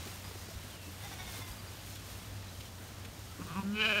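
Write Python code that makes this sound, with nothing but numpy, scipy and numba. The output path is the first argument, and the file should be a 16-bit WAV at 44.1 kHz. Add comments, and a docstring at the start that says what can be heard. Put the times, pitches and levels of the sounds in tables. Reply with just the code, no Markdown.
"""A flock walks through dry grass at the edge of a wood: banded noise rustles, damped sines thud, noise bursts
snap. Breeze noise and a low wavering sine hum last throughout. Small birds whistle in gliding sines from the start.
At 1 s a far lamb bleats in sobs: vocal-fold pulses through throat resonances. At 3.4 s a near ewe stutters,
hums through her nose and opens into a trembling baa: uneven pulses strike moving mouth resonances.
Noise with a decaying envelope echoes the voices from the tree line."""
import sys
import numpy as np
from scipy import signal
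from scipy.fft import rfft, irfft
from scipy.io import wavfile
from scipy.ndimage import uniform_filter1d
from numba import njit

SR = 44100
rng = np.random.default_rng(int(sys.argv[2]) if len(sys.argv) > 2 else 0)


def pcm_store(signal):
    """Save signal as 16-bit PCM."""
    levels = np.round(np.clip(np.atleast_2d(signal), -1, 1) * 32767)
    wavfile.write(sys.argv[1], SR, levels.astype(np.int16).T)


def natural_amplitude(level_db):
    """Convert a level in decibels to a linear amplitude factor, elementwise."""
    exponent = np.asarray(level_db, float) / 20
    return 10 ** exponent


N = 176400

# Ewe's stutter: t/s, pitch f/Hz, nasal hum level/dB, muzzle ring level/dB, muzzle resonance f/Hz
STUTTER = [(3.37, 164.8, -61, -58, 1110), (3.394, 164, -68, -62, 1150), (3.42, 182.7, -38.5, -45, 1170),
           (3.444, 188.7, -73, -69, 1150), (3.452, 186.6, -40.5, -78, 1140), (3.468, 180, -75, -57, 1170),
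           (3.492, 159.1, -55, -51, 1180), (3.51, 171.4, -46, -46, 1180), (3.526, 154.3, -45.5, -49, 1190),
           (3.546, 168.8, -49, -50, 1120), (3.568, 191.8, -38.5, -39, 1120),
           (3.598, 198.5, -33.5, -41, 990), (3.632, 189, -63, -55, 1010)]
# Fixed throat resonances, mouth nearly shut: f/Hz, width/Hz, relative level/dB
MUZZLE = [(2560, 210, 2), (400, 150, -2), (1390, 130, -1)]
# Ewe's hum through the nose: t/s, pitch f/Hz (not read), level/dB
NASAL = [(3.625, 193, -51), (3.653, 199, -35), (3.713, 202, -34.5), (3.743, 207, -34.5), (3.78, 211, -48)]
# Pitch of hum and baa: t/s, f/Hz
BAA_PITCH = [(3.625, 192.8), (3.677, 199.6), (3.691, 202.2), (3.725, 206.8), (3.815, 219.1), (3.831, 213.2),
             (3.845, 211.8), (3.873, 228.3), (3.881, 221.5), (3.897, 213.2), (3.915, 214.7), (3.933, 199),
             (3.945, 199), (3.965, 207.3), (3.971, 214.8), (4.0, 194)]
# Mouth opening in the baa: t/s, bray level/dB, upper bray level/dB, middle level/dB, middle f/Hz,
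# jaw f/Hz, jaw level/dB, rasp level/dB
BAA = [(3.72, -72, -76, -61, 1440, 460, -53, -75), (3.746, -55, -54, -54, 1450, 430, -59, -61),
       (3.756, -42.5, -55, -50, 1510, 435, -53, -59), (3.78, -37, -45, -47, 1570, 450, -46, -59),
       (3.8, -33, -39, -40.5, 1560, 443, -44, -53), (3.818, -32, -30, -40, 1660, 460, -47, -43.5),
       (3.836, -31.5, -42, -35, 1690, 560, -46, -60), (3.852, -28.5, -35, -36, 1710, 590, -42, -43.5),
       (3.864, -32.5, -31, -38, 1550, 600, -41.5, -45.5), (3.883, -37.5, -54, -43.5, 1490, 620, -37, -50),
       (3.894, -28.5, -36.5, -35, 1670, 630, -41.5, -46), (3.923, -31, -39, -34, 1650, 615, -41.5, -51),
       (3.937, -35.5, -44, -46, 1580, 616, -40, -64), (3.948, -31.5, -41, -48, 1570, 604, -43, -65),
       (3.96, -33.5, -40, -35.5, 1610, 605, -40.5, -56), (3.988, -32, -40, -35.5, 1640, 630, -39.5, -52),
       (4.0, -35, -43, -41, 1590, 605, -42, -55)]
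# Upper resonances of the open mouth: f/Hz, width/Hz, relative level/dB
UPPER_BRAY = [(2880, 100, 0), (3110, 230, -4)]
# Highest mouth resonances: f/Hz, width/Hz, relative level/dB
RASP = [(3915, 120, 10), (4600, 320, -10), (4910, 120, 2), (5680, 300, -9), (6800, 150, -3.5)]
# Far lamb, one row a sob: start t/s, length/s, pitch f/Hz before the sob's lift, level/dB
LAMB = [(1.034, 0.038, 406, -48.5), (1.109, 0.051, 379.6, -49), (1.185, 0.049, 369.5, -46),
        (1.264, 0.042, 359, -49.5), (1.341, 0.0312, 357, -50), (1.411, 0.052, 347.5, -50.5),
        (1.471, 0.051, 336.6, -57)]
# Lamb's throat resonances: f/Hz, width/Hz, relative level/dB
LAMB_THROAT = [(805, 310, -2.5), (936, 100, 3.5), (1520, 190, -6), (2110, 240, 2.5), (3560, 170, 1),
               (5720, 270, -5.5)]
# Bird whistles: start t/s, length/s, first f/Hz, last f/Hz, mean level/dB
BIRDS = [(0.241, .065, 4900, 5020, -57.5), (.375, 0.056, 4900, 5040, -59.5), (.09, .02, 4800, 4850, -62),
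         (0.7, 0.195, 3530, 2610, -60), (1.425, 0.03, 4650, 4900, -66), (1.508, .036, 4620, 5080, -60.5),
         (1.583, .028, 4600, 4850, -56), (1.672, .017, 4680, 4900, -58), (1.743, .016, 4650, 4800, -61.5),
         (1.953, 0.032, 3540, 3380, -58), (1.983, .025, 3300, 3100, -59.5),
         (2.207, 0.027, 3450, 3300, -61.5), (2.238, .015, 3050, 2920, -63), (2.48, .025, 3950, 4000, -62),
         (2.547, 0.018, 3200, 3000, -59), (2.6, .02, 3250, 3080, -60), (2.65, .02, 3250, 2950, -60),
         (3.298, 0.034, 1373, 1306, -56.5)]
# Hoof thuds on soil: t/s, level/dB, f/Hz, contact (time to the envelope's peak)/s
THUDS = [(0.059, -40.5, 224, 0.0043), (0.064, -45.5, 374, 0.0056), (0.487, -38.5, 400, 0.0014),
         (0.31, -46, 428, 0.003), (.51, -46, 666, 0.0034), (0.553, -38.5, 70, 0.0074),
         (0.866, -48, 297, 0.012), (1.39, -42, 267, 0.0036), (1.499, -39.5, 54.6, 0.013),
         (3.391, -41.5, 283, 0.0085), (.356, -45.5, 330, 0.0023)]
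# Snapped stalks: t/s, level of the noise before its band-pass/dB, f/Hz
SNAPS = [(.073, -37, 2500), (0.243, -31, 1000), (.312, -33, 890), (0.353, -37, 990), (0.54, -39.5, 1500),
         (1.115, -34, 900), (1.899, -51, 2000), (2.607, -38, 2800), (3.049, -35.5, 2260)]
# Legs brushing through grass: t/s, treble level about its mean/dB
RUSTLE = [(0.0, -53.5), (0.24, -59.5), (0.27, -56.5), (0.33, -59.5), (0.44, -57.5), (0.48, -61),
          (0.51, -55), (0.52, -60), (0.75, -58), (0.79, -64), (0.82, -57.5), (0.97, -59.5), (1.05, -51.5),
          (1.06, -56), (1.19, -59.5), (1.39, -50.5), (1.44, -60), (1.49, -52.5), (1.5, -56.5), (1.6, -60),
          (1.73, -58.5), (1.76, -59), (1.86, -57.5), (1.95, -58.5), (1.96, -55), (1.98, -62), (2.09, -58),
          (2.12, -57), (2.15, -60), (2.67, -60.5), (2.71, -63.5), (2.88, -60), (2.91, -62), (3.07, -62),
          (3.11, -62.5), (3.2, -60), (3.36, -61), (3.72, -60), (3.79, -64), (3.87, -59), (4.0, -57.5)]
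# Spectrum of breeze and grass: f/Hz, relative level per Hz/dB
FIELD = [(15, -60), (25, -19), (43, -12), (64, -2.5), (80, -9), (97, -8), (111, -3), (120, -11), (175, -11),
         (427, -20.5), (516, -19), (2110, -24.5), (3430, -24.5), (8590, -29), (10400, -32.5), (12500, -32),
         (16000, -37)]
# Narrow dips in that spectrum: f/Hz, width/Hz, relative level/dB
DIPS = [(7800, 390, -2.5), (10420, 360, -3.5)]

NASAL_TAIL_DB, NASAL_OVERTONES_DB = -47.5, -26
BRAY_HZ, BRAY_WIDTH_HZ, MIDDLE_WIDTH_HZ, JAW_WIDTH_HZ = 2470, 115, 175, 110
LAMB_BETWEEN_DB = -14  # floor between sobs, re mean sob level
GLIDE_S = 0.058
FIELD_DB, HUM_HZ, HUM_DB = -47.5, 94.3, -50.5
NEAR_ECHO_DB, FAR_ECHO_DB = -22, -13
TOP_HZ = 15720


def unit(x):
    """Scale to rms 1."""
    return x / np.sqrt(np.mean(x ** 2))


@njit
def svf(x, hz, width):
    """State-variable band-pass with a moving centre."""
    y, b, l = np.empty(len(x)), 0., 0.
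    for i in range(len(x)):
        g, k = np.tan(np.pi * hz[i] / SR), width / hz[i]
        v = (b + g * (x[i] - l)) / (1 + g * (g + k))
        b, l, y[i] = 2 * v - b, l + 2 * g * v, k * v
    return y


def svf_twice(x, hz, width):
    """A resonance with its skirts trimmed by a second one three times as wide."""
    hz = hz + np.zeros(len(x))
    return svf(svf(x, hz, 1. * width), hz, 3. * width)


def struck(x, hz, width):
    """A single resonance struck by each pulse, tilted down by a leaky integrator, rms 1."""
    ring = svf(x, hz + np.zeros(len(x)), 1. * width)
    return unit(signal.lfilter([1], [1, -.99], ring))


def throat(x, table):
    """Sum of resonances with alternating sign, rms 1."""
    total = 0
    for k, (hz, width, db) in enumerate(table):
        total = total + (-1) ** k * natural_amplitude(db) * unit(svf_twice(x, hz, width))
    return unit(total)


def walk(rate_hz):
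    """Random levels held 1 / rate_hz s and smoothed twice, rms 1."""
    hold = int(SR / rate_hz)
    steps = np.repeat(rng.standard_normal(N // hold + 1), hold)
    return unit(uniform_filter1d(uniform_filter1d(steps, hold), hold)[:N])


def glottis(hz, jitter, shimmer_db, breath_db, count):
    """Vocal-fold pulses of uneven length and size, a puff of breath each cycle; also the bare fundamental."""
    cycle = (np.cumsum(hz) / SR).astype(int)
    chance = rng.standard_normal((cycle[-1] * 2 + 2, 2))
    turns = np.cumsum(hz * (1 + jitter * chance[cycle, 0])) / SR
    pulses = unit(sum(np.cos(2 * np.pi * k * turns) for k in range(1, count)))
    size = natural_amplitude(shimmer_db * chance[(turns + .5).astype(int), 1])
    puff = natural_amplitude(breath_db) * np.exp(-(turns % 1) / 0.48) * 2 * rng.standard_normal(len(hz))
    return size * pulses + puff, np.sqrt(2) * np.sin(2 * np.pi * turns)


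def read(table):
    """Sample indices of a curve table, its columns, and soft ends (none at the end of the scene)."""
    rows = np.array(table).T
    i = np.arange(int(rows[0, 0] * SR), min(int(rows[0, -1] * SR), N))
    to_end = i[-1] - i + (N if i[-1] == N - 1 else 0)
    fade = np.clip(np.minimum(i - i[0], to_end) / 300, 0, 1)
    return i, [np.interp(i / SR, rows[0], c) for c in rows[1:]], fade


def ewe():
    """The ewe in sequence: stutter, then hum and baa."""
    return ewe_stutter() + ewe_baa()


def ewe_stutter():
    """Rough pulses ring the nearly shut muzzle over a nasal fundamental."""
    out = np.zeros(N)
    i, (hz, hum_db, ring_db, ring_hz), fade = read(STUTTER)
    pulses, tone = glottis(hz, jitter=.006, shimmer_db=1.2, breath_db=-16, count=20)
    muzzle = unit(svf_twice(pulses, ring_hz, 187.0)) + natural_amplitude(-8) * throat(pulses, MUZZLE)
    out[i] -= fade * (natural_amplitude(hum_db) * tone + natural_amplitude(ring_db) * muzzle)
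    return out


def ewe_baa():
    """A clean nasal hum, then pulses ringing the open mouth."""
    out = np.zeros(N)
    i, (hz,), fade = read(BAA_PITCH)
    pulses, tone = glottis(hz, jitter=.004, shimmer_db=1.1, breath_db=-16, count=36)
    nose, mouth = np.array(NASAL).T, np.array(BAA).T
    hum_db = np.interp(i / SR, nose[0], nose[2], right=NASAL_TAIL_DB)
    bray_db, upper_db, middle_db, middle_hz, jaw_hz, jaw_db, rasp_db = (
        np.interp(i / SR, mouth[0], c) for c in mouth[1:])
    upper = 0
    for k, (f, width, db) in enumerate(UPPER_BRAY):
        upper = upper + (-1) ** k * natural_amplitude(db) * struck(pulses, f, width)
    voice = natural_amplitude(hum_db) * (tone + natural_amplitude(NASAL_OVERTONES_DB) * unit(svf_twice(pulses, 1260.0, 483.0)))
    voice += natural_amplitude(bray_db) * struck(pulses, BRAY_HZ, BRAY_WIDTH_HZ)
    voice += natural_amplitude(upper_db) * unit(upper)
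    voice += natural_amplitude(middle_db) * struck(pulses, middle_hz, MIDDLE_WIDTH_HZ)
    voice += natural_amplitude(jaw_db) * struck(pulses, jaw_hz, JAW_WIDTH_HZ)
    voice += natural_amplitude(rasp_db) * throat(pulses, RASP)
    out[i] -= fade * voice
    return out


def lamb():
    """One quavering bleat of falling pitch; each sob swells the level and lifts the pitch."""
    rows = np.array(LAMB).T
    i = np.arange(int(rows[0, 0] * SR), int((rows[0, -1] + .12) * SR))
    t, shape, lift = i / SR, 0, 0
    for start, length, _, db in LAMB:
        attack = np.clip((t - start) / 0.0055, 0, 1)
        sob = attack * np.exp(-np.clip(t - start - length * .68, 0, None) / 0.0154)
        shape, lift = shape + natural_amplitude(db) * sob, lift + sob
    # the voice never quite stops between sobs
    shape = np.maximum(shape, natural_amplitude(rows[3].mean() + LAMB_BETWEEN_DB) * (t < rows[0, -1]))
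    hz = np.interp(t, rows[0] + rows[1] / 2, rows[2])
    hz = hz * (1 + .012 * uniform_filter1d(lift - .7, 600))
    pulses, _ = glottis(hz, jitter=.011, shimmer_db=2.5, breath_db=-10, count=17)
    out = np.zeros(N)
    out[i] = np.clip((i - i[0]) / 200, 0, 1) * shape * throat(pulses, LAMB_THROAT)
    return out


def birds():
    """Gliding near-sine whistles that waver, breathier the farther the pitch is from its last."""
    out, waver, patchy = np.zeros(N), walk(110), walk(45)
    for start, length, first, last, db in BIRDS:
        u = np.linspace(0, 1, int(length * SR))
        i = int(start * SR) + np.arange(len(u))
        settle = np.expm1(-u * length / GLIDE_S) / np.expm1(-length / GLIDE_S)
        hz = first + (last - first) * settle
        phase = 2 * np.pi * np.cumsum(hz * (1 + .005 * waver[i - 900])) / SR
        air = unit(svf(rng.standard_normal(len(u)), hz, 350.)) * np.abs(hz - last) / 700
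        level = natural_amplitude(db + 1.5 * patchy[i]) * np.sin(np.pi * u) ** .2
        out[i] += level * (np.sqrt(2) * np.sin(phase) + air)
    return out


def hooves():
    """Soil thuds as damped sines with grit; stalk snaps as band-passed decaying noise."""
    length = 3000
    out, t = np.zeros(N + length), np.arange(length) / SR
    for start, db, hz, contact in THUDS:
        i, u = int(start * SR), t / contact
        grit = unit(svf_twice(rng.standard_normal(length), 1.2 * hz, .8 * hz))
        body = np.sin(2 * np.pi * hz * t) + .3 * grit
        out[i:i + length] += natural_amplitude(db) * u * np.exp(1 - u) * body
    for start, db, hz in SNAPS:
        i = int(start * SR)
        burst = rng.standard_normal(length) * np.exp(-t / 0.01)
        out[i:i + length] += natural_amplitude(db) * svf(burst, np.full(length, 1. * hz), 0.75 * hz)
    return out[:N]


def field():
    """Breeze and grass: noise bands flicker alone, follow the legs in the treble, and crackle with grains."""
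    f = np.maximum(np.fft.rfftfreq(N, 1 / SR), 1)
    curve = np.array(FIELD).T
    db = np.interp(np.log(f), np.log(curve[0]), curve[1])
    db = db + sum(dip * np.exp(-((f - c) / width) ** 2) for c, width, dip in DIPS)
    rows = np.array(RUSTLE).T
    legs_db = np.interp(np.arange(N) / SR, rows[0], rows[1] - rows[1].mean())
    # about 400 grains a second, random size and sign
    grain_db = np.minimum(2.5 * rng.exponential(size=N), 13)
    grains = (rng.random(N) < 400 / SR) * natural_amplitude(grain_db) * rng.choice([-1, 1], N)
    grains = np.diff(grains, prepend=0)
    noise = rfft(rng.standard_normal(N) + natural_amplitude(-5.5) * unit(grains)) * natural_amplitude(db)
    swish, gust, out = walk(13.0), walk(5.53), 0
    for octave in np.arange(4.5, 14.6):  # log2 of the band centre in Hz
        window = np.cos(np.pi / 2 * np.clip(np.log2(f) - octave, -1, 1)) ** 2
        band = irfft(noise * window, N)
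        high = np.clip((octave - 7.5) / 8.6, 0, 1)  # 0 bass, towards 1 treble
        level_db = high * (legs_db + 1.2 * high * swish) + .6 * (1 - high) * gust + .7 * walk(14)
        out = out + band * natural_amplitude(level_db)
    return unit(out) * natural_amplitude(FIELD_DB)


def hum():
    """A low sine and its faint octave, wavering in pitch and level."""
    phase = 2 * np.pi * np.cumsum(HUM_HZ * (1 + 0.04025 * walk(14))) / SR
    level = natural_amplitude(HUM_DB + 1.8 * walk(11)) * np.sqrt(2)
    return level * (np.sin(phase) + natural_amplitude(-23.5) * np.sin(2 * phase))


def scene():
    """Voices with an echo from the tree line, stronger for the far ones, over hooves, field and hum."""
    near, far = ewe(), lamb() + birds()
    t = np.arange(int(.2 * SR)) / SR
    trees = rng.standard_normal(len(t)) * np.exp(-t / 0.057) * (t > .012)
    trees = unit(trees) / np.sqrt(len(t))  # energy 1
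    echo = signal.fftconvolve(natural_amplitude(NEAR_ECHO_DB) * near + natural_amplitude(FAR_ECHO_DB) * far, trees)[:N]
    return (near + far + echo + hooves() + field() + hum())[None]


def band_limit(x):
    """A steep low-pass at the top of the band."""
    return signal.sosfilt(signal.butter(12, 16500, fs=SR, output="sos"), x)


def record(dry):
    """A steep elliptic low-pass cuts the top."""
    low_pass = signal.ellip(12, .2, 80, TOP_HZ, fs=SR, output="sos")
    mix = signal.sosfilt(low_pass, dry)
    return band_limit(mix)


dry = scene()
out = record(dry)
pcm_store(out)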